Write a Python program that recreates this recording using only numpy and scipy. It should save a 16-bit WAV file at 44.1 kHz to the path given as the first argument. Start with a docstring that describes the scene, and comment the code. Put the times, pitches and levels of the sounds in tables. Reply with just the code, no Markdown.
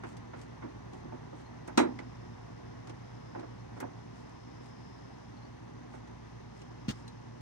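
"""A rooftop air conditioner hums over the rush of its fans, and a thin hiss comes and goes.
A gloved hand works in the open electrical bay: cloth brushes the wires, plastic ticks, brief high
pings ring and light knocks sound the sheet steel. One loud clack of a switch rings the whole cabinet.
A small bird chirps far away. Near the end something bumps and scuffs the microphone's housing."""
import sys
import numpy as np
from scipy import signal
from scipy.fft import rfft, irfft, next_fast_len
from scipy.io import wavfile
from scipy.ndimage import map_coordinates

SR = 44100
rng = np.random.default_rng(int(sys.argv[2]) if len(sys.argv) > 2 else 0)


def master(y):
    """Save y as 16-bit WAV."""
    cut = np.clip(np.atleast_2d(y).T, -1, 1)
    pcm = np.round(cut * 32767)  # scale
    wavfile.write(sys.argv[1], SR, pcm.astype(np.int16))


N = 326781


def amp(db):
    """Decibels to gain."""
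    return 10 ** (np.asarray(db) / 20)


def unit_rms(x):
    """Scale to rms 1."""
    return x / np.sqrt(np.mean(x ** 2) + 1e-20)


def at_hz(points, hz):
    """Interpolate (f/Hz, value) points on a log frequency axis."""
    freqs, values = np.transpose(points)
    return np.interp(np.log(hz + 1), np.log(freqs + 1), values)


def wobble(knots_per_s):
    """Smooth random curve, N samples."""
    knots = rng.standard_normal(int(N * knots_per_s / SR) + 4)
    return map_coordinates(knots, [np.arange(N) * knots_per_s / SR])


def filtered(x, response):
    """Apply the frequency response given by response(hz)."""
    n = x.shape[-1]
    n_fft = next_fast_len(n + 4096)
    return irfft(rfft(x, n_fft) * response(np.fft.rfftfreq(n_fft, 1 / SR)), n_fft)[..., :n]


def left_first(x, lead_ms):
    """Sound reaches the left microphone port before the right."""
    advance_s = lead_ms / 2000 * np.array([[1], [-1]])
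    return filtered(x, lambda hz: np.exp(2j * np.pi * hz * advance_s))


def noise(n, spectrum, coherence):
    """Coloured stereo noise, rms 1, partly common to both channels."""
    def mid_side_gains(hz):
        angle = np.arccos(np.clip(at_hz(coherence, hz), 0, .999)) / 2
        return amp(at_hz(spectrum, hz)) * [np.cos(angle), np.sin(angle)]
    mid, side = filtered(rng.standard_normal((2, n)), mid_side_gains)
    return unit_rms(np.array([mid + side, mid - side]))


def decay(t, t60_s):
    """Free decay, 60 dB in t60_s."""
    return np.exp(-np.log(1000) * t / t60_s)


def attack(t, rise_s):
    """Exponential rise to 1."""
    return 1 - np.exp(-t / rise_s)


def sine(t, hz):
    """Sine with a random start phase."""
    return np.sin(2 * np.pi * (hz * t + rng.random()))


def ring(modes, t, scatter_db):
    """Damped modes, each struck with random strength and phase."""
    return sum(amp(db + scatter_db * rng.normal()) * decay(t, t60_s) * sine(t, hz)
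               for hz, db, t60_s in modes)


def add(track, start_s, sound):
    """Mix sound into track at start_s."""
    part = track[:, round(start_s * SR):][:, :sound.shape[-1]]
    part += sound[..., :part.shape[1]]


# Compressor and fan motor lines: f/Hz, rms level/dB
MOTOR_LINES = [(59.2, -62), (111.5, -58), (119.9, -54.5), (150.6, -63), (177.6, -64.5), (240.1, -60),
               (295.4, -69)]
# Fan air: f/Hz, relative density/dB
AIR_SPECTRUM = [(28, -9), (50, -15), (80, 0), (190, 0), (280, 0.5), (350, -1), (470, -2), (600, -8),
                (950, -8), (1250, -12.5), (2000, -17), (3000, -30), (7000, -43.5), (12000, -55.5)]
# Air and hiss: f/Hz, left-right coherence
AIR_COHERENCE = [(80, .995), (300, .96), (700, .88), (1000, .66), (1500, .42), (2300, .35), (3200, .12),
                 (15000, .15)]

def motors_and_fans(waver_db=2.0, drift_rad=.15, air_db=-49, air_fall_db_per_s=.27):
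    """Motor tones waver in level and phase over a slowly easing rush of air."""
    t = np.arange(N) / SR
    hum = np.zeros(N)
    for hz, db in MOTOR_LINES:
        peak = np.sqrt(2) * amp(db + waver_db * wobble(3.026))
        hum += peak * np.sin(2 * np.pi * (hz * t + rng.random()) + drift_rad * wobble(3.26))
    air_gain = amp(air_db - air_fall_db_per_s * t + 0.38 * wobble(21))
    air = air_gain * noise(N, AIR_SPECTRUM, AIR_COHERENCE)
    return left_first(hum + air, lead_ms=1.03)


# Broad hiss and its narrow whistle: f/Hz, relative density/dB
HISS_SPECTRUM = [(1500, -6.5), (2700, 1.5), (4300, -2.5), (5500, -5), (5900, -1), (6130, -3), (6350, -2.5),
                 (6900, -13.5), (7250, -11), (7900, -21), (8800, -14), (10500, -32.5), (13000, -30)]
WHISTLE_SPECTRUM = [(4600, -50), (4970, -11), (5170, 0), (5370, -11), (5800, -50)]
# Swell contour, used about its mean: t/s, level/dB
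HISS_SWELL = [(0.0, -88), (0.52, -84.5), (1.44, -85), (1.94, -79), (2.89, -81.5), (3.28, -78),
              (3.71, -83.5), (4.19, -80.5), (4.85, -76.5), (5.74, -85.5), (6.95, -78.5), (7.41, -82)]

def hiss(broad_db=-65.5, whistle_db=-75.5, right_db=-16):
    """A thin hiss on the left whistles as it swells."""
    swell_db = np.interp(np.arange(N) / SR, *np.transpose(HISS_SWELL))
    swell_db -= swell_db.mean()
    broad = amp(broad_db + 0.13 * swell_db + 0.2 * wobble(11)) * noise(N, HISS_SPECTRUM, AIR_COHERENCE)
    whistle = amp(whistle_db + 1.7 * swell_db) * noise(N, WHISTLE_SPECTRUM, AIR_COHERENCE)
    return (broad + whistle) * amp([[0], [right_db]])


# Bird notes: t/s, length/s, start f/Hz, middle f/Hz, end f/Hz, level/dB
BIRD_NOTES = [(1.452, 0.027, 4000, 4250, 4120, -63), (5.364, 0.025, 4840, 4280, 4400, -63.5),
              (5.418, .028, 3820, 4200, 4200, -65), (5.445, .02, 4870, 4500, 4150, -64)]

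def bird(right_db=-10, echo_db=-3, echo_t60_s=0.21):
    """Faint gliding whistles on the left, blurred by nearby walls."""
    notes, t = np.zeros((1, N)), np.arange(SR // 5) / SR
    for start_s, length_s, *pitches_hz, db in BIRD_NOTES:
        progress = np.linspace(0, 1, int(length_s * SR))
        hz = np.polyval(np.polyfit([0, .5, 1], pitches_hz, 2), progress)
        add(notes, start_s, amp(db) * np.sin(np.pi * progress) * np.sin(2 * np.pi * np.cumsum(hz) / SR))
    walls = unit_rms(rng.standard_normal((2, len(t))) * decay(t, echo_t60_s)) / np.sqrt(len(t))
    echo = signal.fftconvolve(notes, walls, axes=1)[:, :N]
    return (notes + amp(echo_db) * echo) * amp([[0], [right_db]])


# Brush strokes: t/s, level/dB
STROKES = [(.04, -64), (.346, -63.5), (.906, -71), (1.337, -69.5), (3.737, -71), (4.135, -69.5),
           (4.607, -68.5), (5.895, -68.5), (6.54, -67), (6.921, -66)]
# Cloth: f/Hz, relative density/dB
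CLOTH_SPECTRUM = [(500, -8), (2000, 8), (4000, 2.5), (6500, 2), (9000, -1.5), (10700, -11), (12500, -24),
                  (15500, -16)]
# Close sources: f/Hz, left-right coherence
NEAR_COHERENCE = [(250, 1), (900, 0.77), (2000, 0.18), (12000, 0.38)]

def rustles(stroke_s=.115, grain_db=3):
    """Glove and sleeve brush the wires, catching in tiny grains."""
    out, n = np.zeros((2, N)), int(stroke_s * SR)
    swell = np.sin(np.linspace(0, np.pi, n))
    for start_s, db in STROKES:
        grains = unit_rms(amp(grain_db * wobble(282)[:n]))
        add(out, start_s, amp(db) * swell * grains * noise(n, CLOTH_SPECTRUM, NEAR_COHERENCE))
    return left_first(out, lead_ms=0.92)


# Wire and plastic ticks: t/s, level/dB, tilt/(dB/octave)
WIRE_TICKS = [(.036, -65, 11), (0.168, -54, 4), (.414, -57, 5), (0.933, -57.5, 2), (1.676, -51.5, 9),
              (1.989, -47.5, -3), (2.872, -54, 1.5), (2.8954, -50, -1), (3.396, -54, -2),
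              (3.802, -47.5, 10), (4.294, -63.5, 4), (6.073, -60, -1.5), (6.617, -54.5, -1),
              (7.078, -53, 4)]
# Snapping plastic: f/Hz, relative density/dB
PLASTIC_SPECTRUM = [(150, -50), (500, -10), (1500, 3.5), (3000, 6.5), (4500, 3), (6200, 1), (8500, -6),
                    (10500, -11), (12500, -33), (15500, -26)]

def ticks(rise_s=0.00036, t60_s=0.061):
    """Wires and plastic parts snap in short noise bursts."""
    out, t = np.zeros((2, N)), np.arange(SR // 6) / SR
    envelope = attack(t, rise_s) * decay(t, t60_s)
    for start_s, db, tilt in WIRE_TICKS:
        spectrum = [(hz, density_db + tilt * np.log2(hz)) for hz, density_db in PLASTIC_SPECTRUM]
        add(out, start_s, amp(db) * envelope * noise(len(t), spectrum, NEAR_COHERENCE))
    return left_first(out, lead_ms=0.916)


# Brief high pings: t/s, f/Hz, level/dB, t60/s
HIGH_PINGS = [(1.989, 2010, -38, 0.049), (1.989, 2220, -40, 0.025), (1.989, 2260, -44, 0.037),
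              (3.803, 2115, -47, .06), (3.803, 13800, -53, .03), (6.8895, 2800, -34, 0.052),
              (6.886, 4320, -38, 0.03), (6.898, 2900, -38, .03), (6.897, 4360, -40, .025),
              (7.0794, 4060, -48, 0.074)]

def pings(rise_s=0.00046):
    """Brief high pings: small metal clinks, and a thin bright edge on one tick."""
    out, t = np.zeros((2, N)), np.arange(SR // 6) / SR
    for start_s, hz, db, t60_s in HIGH_PINGS:
        add(out, start_s, amp(db) * attack(t, rise_s) * decay(t, t60_s) * sine(t, hz))
    return left_first(out, lead_ms=0.87)


# Nudges: t/s, thud level/dB, thud f/Hz, thud rise/s, scuff level/dB
NUDGES = [(6.8816, -21, 208, 0.0047, -36), (6.8935, -27, 130, 0.0054, -39.5),
          (6.9005, -34, 225, 0.006, -41.5)]
# Scuffed housing: f/Hz, relative density/dB
SCUFF_SPECTRUM = [(200, 13.5), (600, 3), (1500, 0), (2300, -3.5), (2850, -2.5), (3600, -1.5), (4400, -2),
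                  (5100, -3), (6200, -3), (8000, -12), (11000, -22.5), (15500, -26)]

def bump(scuff_rise_s=0.0073, grain_db=3):
    """Each nudge shakes the microphone's housing for a cycle or two and scuffs it."""
    out, t = np.zeros((2, N)), np.arange(SR // 10) / SR
    swell = lambda rise_s: t / rise_s * np.exp(1 - t / rise_s)
    for start_s, thud_db, hz, thud_rise_s, scuff_db in NUDGES:
        thud = -amp(thud_db) * swell(thud_rise_s) ** 4 * np.sin(2 * np.pi * hz * t)
        grains = unit_rms(amp(grain_db * wobble(650)[:len(t)]))
        friction = grains * noise(len(t), SCUFF_SPECTRUM, NEAR_COHERENCE)
        add(out, start_s, thud + amp(scuff_db) * swell(scuff_rise_s) * friction)
    return left_first(out, lead_ms=0.635)


# Dense cabinet modes: f/Hz, relative density/dB
CABINET_SPECTRUM = [(60, -42), (165, -23), (235, -2), (340, 1.5), (410, -6.5), (480, -4), (600, -6.5),
                    (860, -8), (1200, -16), (1800, -16), (2500, -22.5), (4400, -32.5), (6500, -28.5),
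                    (13000, -49.5)]
# Their decay: f/Hz, t60/s
CABINET_T60 = [(250, 0.48), (500, 0.29), (1000, 0.27), (2500, 0.19), (6000, .13), (14000, 0.095)]

def dense_ring(t, n_bands=10):
    """The cabinet's countless weak modes as noise bands; higher ones die sooner."""
    wash = noise(len(t), CABINET_SPECTRUM, NEAR_COHERENCE)
    centres_hz = np.geomspace(200, 14000, n_bands)
    t60s = at_hz(CABINET_T60, centres_hz)
    out = np.zeros_like(wash)
    for weights, t60_s in zip(np.eye(n_bands), t60s):
        band = filtered(wash, lambda hz: np.interp(hz, centres_hz, weights))
        out += band * decay(t, t60_s) * np.sqrt(t60s[0] / t60_s)  # boost offsets the shorter decay
    return out


# Strongest panel modes: f/Hz, relative level/dB, t60/s
PANEL_MODES = [(251, -2.5, .7), (291, -7, .4), (315, -5, .35), (354, 0, .22), (385, -6, .22),
               (450, -14, .45), (529, -7, .18), (579, -2, .2), (724, -7, .2), (748, -8, .25),
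               (818, -10, .22), (872, -5, .2), (961, -9, .22), (1078, -11, .19), (1137, -11, .19),
               (1380, -11, .22), (1480, -8, .18), (1658, -7, .18), (2191, -14, .16), (2520, -15, .16)]

def cabinet_strike(low_hz, high_hz, damping_t60_s, dense_db=0.5, panel_db=-6, rise_s=0.0012, left_db=-2):
    """One blow on the steel box: the contact sets the band that rings, damping shortens it."""
    t = np.arange(SR // 2) / SR
    body = amp(dense_db) * dense_ring(t) + amp(panel_db) * ring(PANEL_MODES, t, scatter_db=1.5)
    body *= attack(t, rise_s) * decay(t, damping_t60_s)
    body = signal.lfilter(*signal.butter(1, low_hz, "high", fs=SR), body)
    body = signal.lfilter(*signal.butter(2, high_hz, fs=SR), body)
    return body * amp([[left_db], [0]])


# Hand knocks: t/s, level before filtering/dB, low-pass f/Hz
HAND_KNOCKS = [(0.0342, -36.5, 2780), (.333, -41, 2390), (.6222, -41, 2150), (.637, -40.5, 653),
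               (.931, -44, 1000), (1.048, -43.5, 400), (1.122, -39, 850), (1.327, -43, 780),
               (1.678, -38, 2200), (1.988, -42.5, 2020), (2.871, -49, 2400), (2.894, -45.5, 1290),
               (3.348, -38, 1490), (3.358, -44, 1600), (3.388, -43, 1600), (3.429, -42.5, 1200),
               (3.765, -43.5, 1300), (3.802, -38, 2700), (3.826, -34, 1050), (5.935, -44.5, 1350)]

def knocks(low_edge_ratio=0.18, hand_t60_s=0.74):
    """The hand knocks and damps the cabinet; harder contact is brighter and thinner."""
    out = np.zeros((2, N))
    for start_s, db, high_hz in HAND_KNOCKS:
        add(out, start_s, amp(db) * cabinet_strike(low_edge_ratio * high_hz, high_hz, hand_t60_s))
    return left_first(out, lead_ms=0.84)


# Switch cracks: t/s, level/dB, t60/s
SWITCH_CRACKS = [(1.7751, -25, 0.0078), (1.778, -26, .022)]
# Switch parts: f/Hz, level/dB, t60/s
SWITCH_MODES = [(3210, -49, 0.18), (3940, -37, 0.17), (5530, -43, 0.09), (5980, -30, 0.04),
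                (6580, -48, 0.1), (7700, -43, 0.057), (7570, -49, 0.11), (8560, -46, 0.13)]

def switch(jolt_db=-18, rise_s=0.0002):
    """The switch cracks twice in quick succession; its parts and the barely damped cabinet ring on."""
    cabinet, snap = np.zeros((2, N)), np.zeros((2, N))
    t = np.arange(SR // 4) / SR
    throw_s = SWITCH_CRACKS[0][0]
    add(cabinet, throw_s, amp(jolt_db) * cabinet_strike(low_hz=130, high_hz=13900, damping_t60_s=11))
    onset = attack(t, rise_s)
    for start_s, db, t60_s in SWITCH_CRACKS:
        crack = noise(len(t), PLASTIC_SPECTRUM, NEAR_COHERENCE)
        add(snap, start_s, amp(db) * onset * decay(t, t60_s) * crack)
    add(snap, throw_s, onset * ring(SWITCH_MODES, t, scatter_db=3))
    return left_first(cabinet, lead_ms=0.84) + left_first(snap, lead_ms=0.906)


def scene():
    """Everything on the open roof."""
    machine = motors_and_fans() + hiss()
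    handwork = knocks() + switch() + ticks() + rustles() + pings()
    return machine + handwork + bump() + bird()


# Microphone ports: f/Hz, left minus right level/dB
PORT_BALANCE = [(60, -1), (300, -1.4), (2200, -1.4), (4400, 3.5), (7500, 6.5), (9700, 7), (11700, -5),
                (15000, -6)]

def record(dry, low_cut_hz=38, top_hz=15700):
    """Each port has its own colour; deep bass and extreme treble are cut."""
    coloured = filtered(dry, lambda hz: amp(at_hz(PORT_BALANCE, hz) * np.array([[.5], [-.5]])))
    low_cut = signal.butter(4, low_cut_hz, "high", fs=SR, output="sos")
    return filtered(signal.sosfilt(low_cut, coloured), lambda hz: hz < top_hz)


dry = scene()
out = record(dry)
master(out)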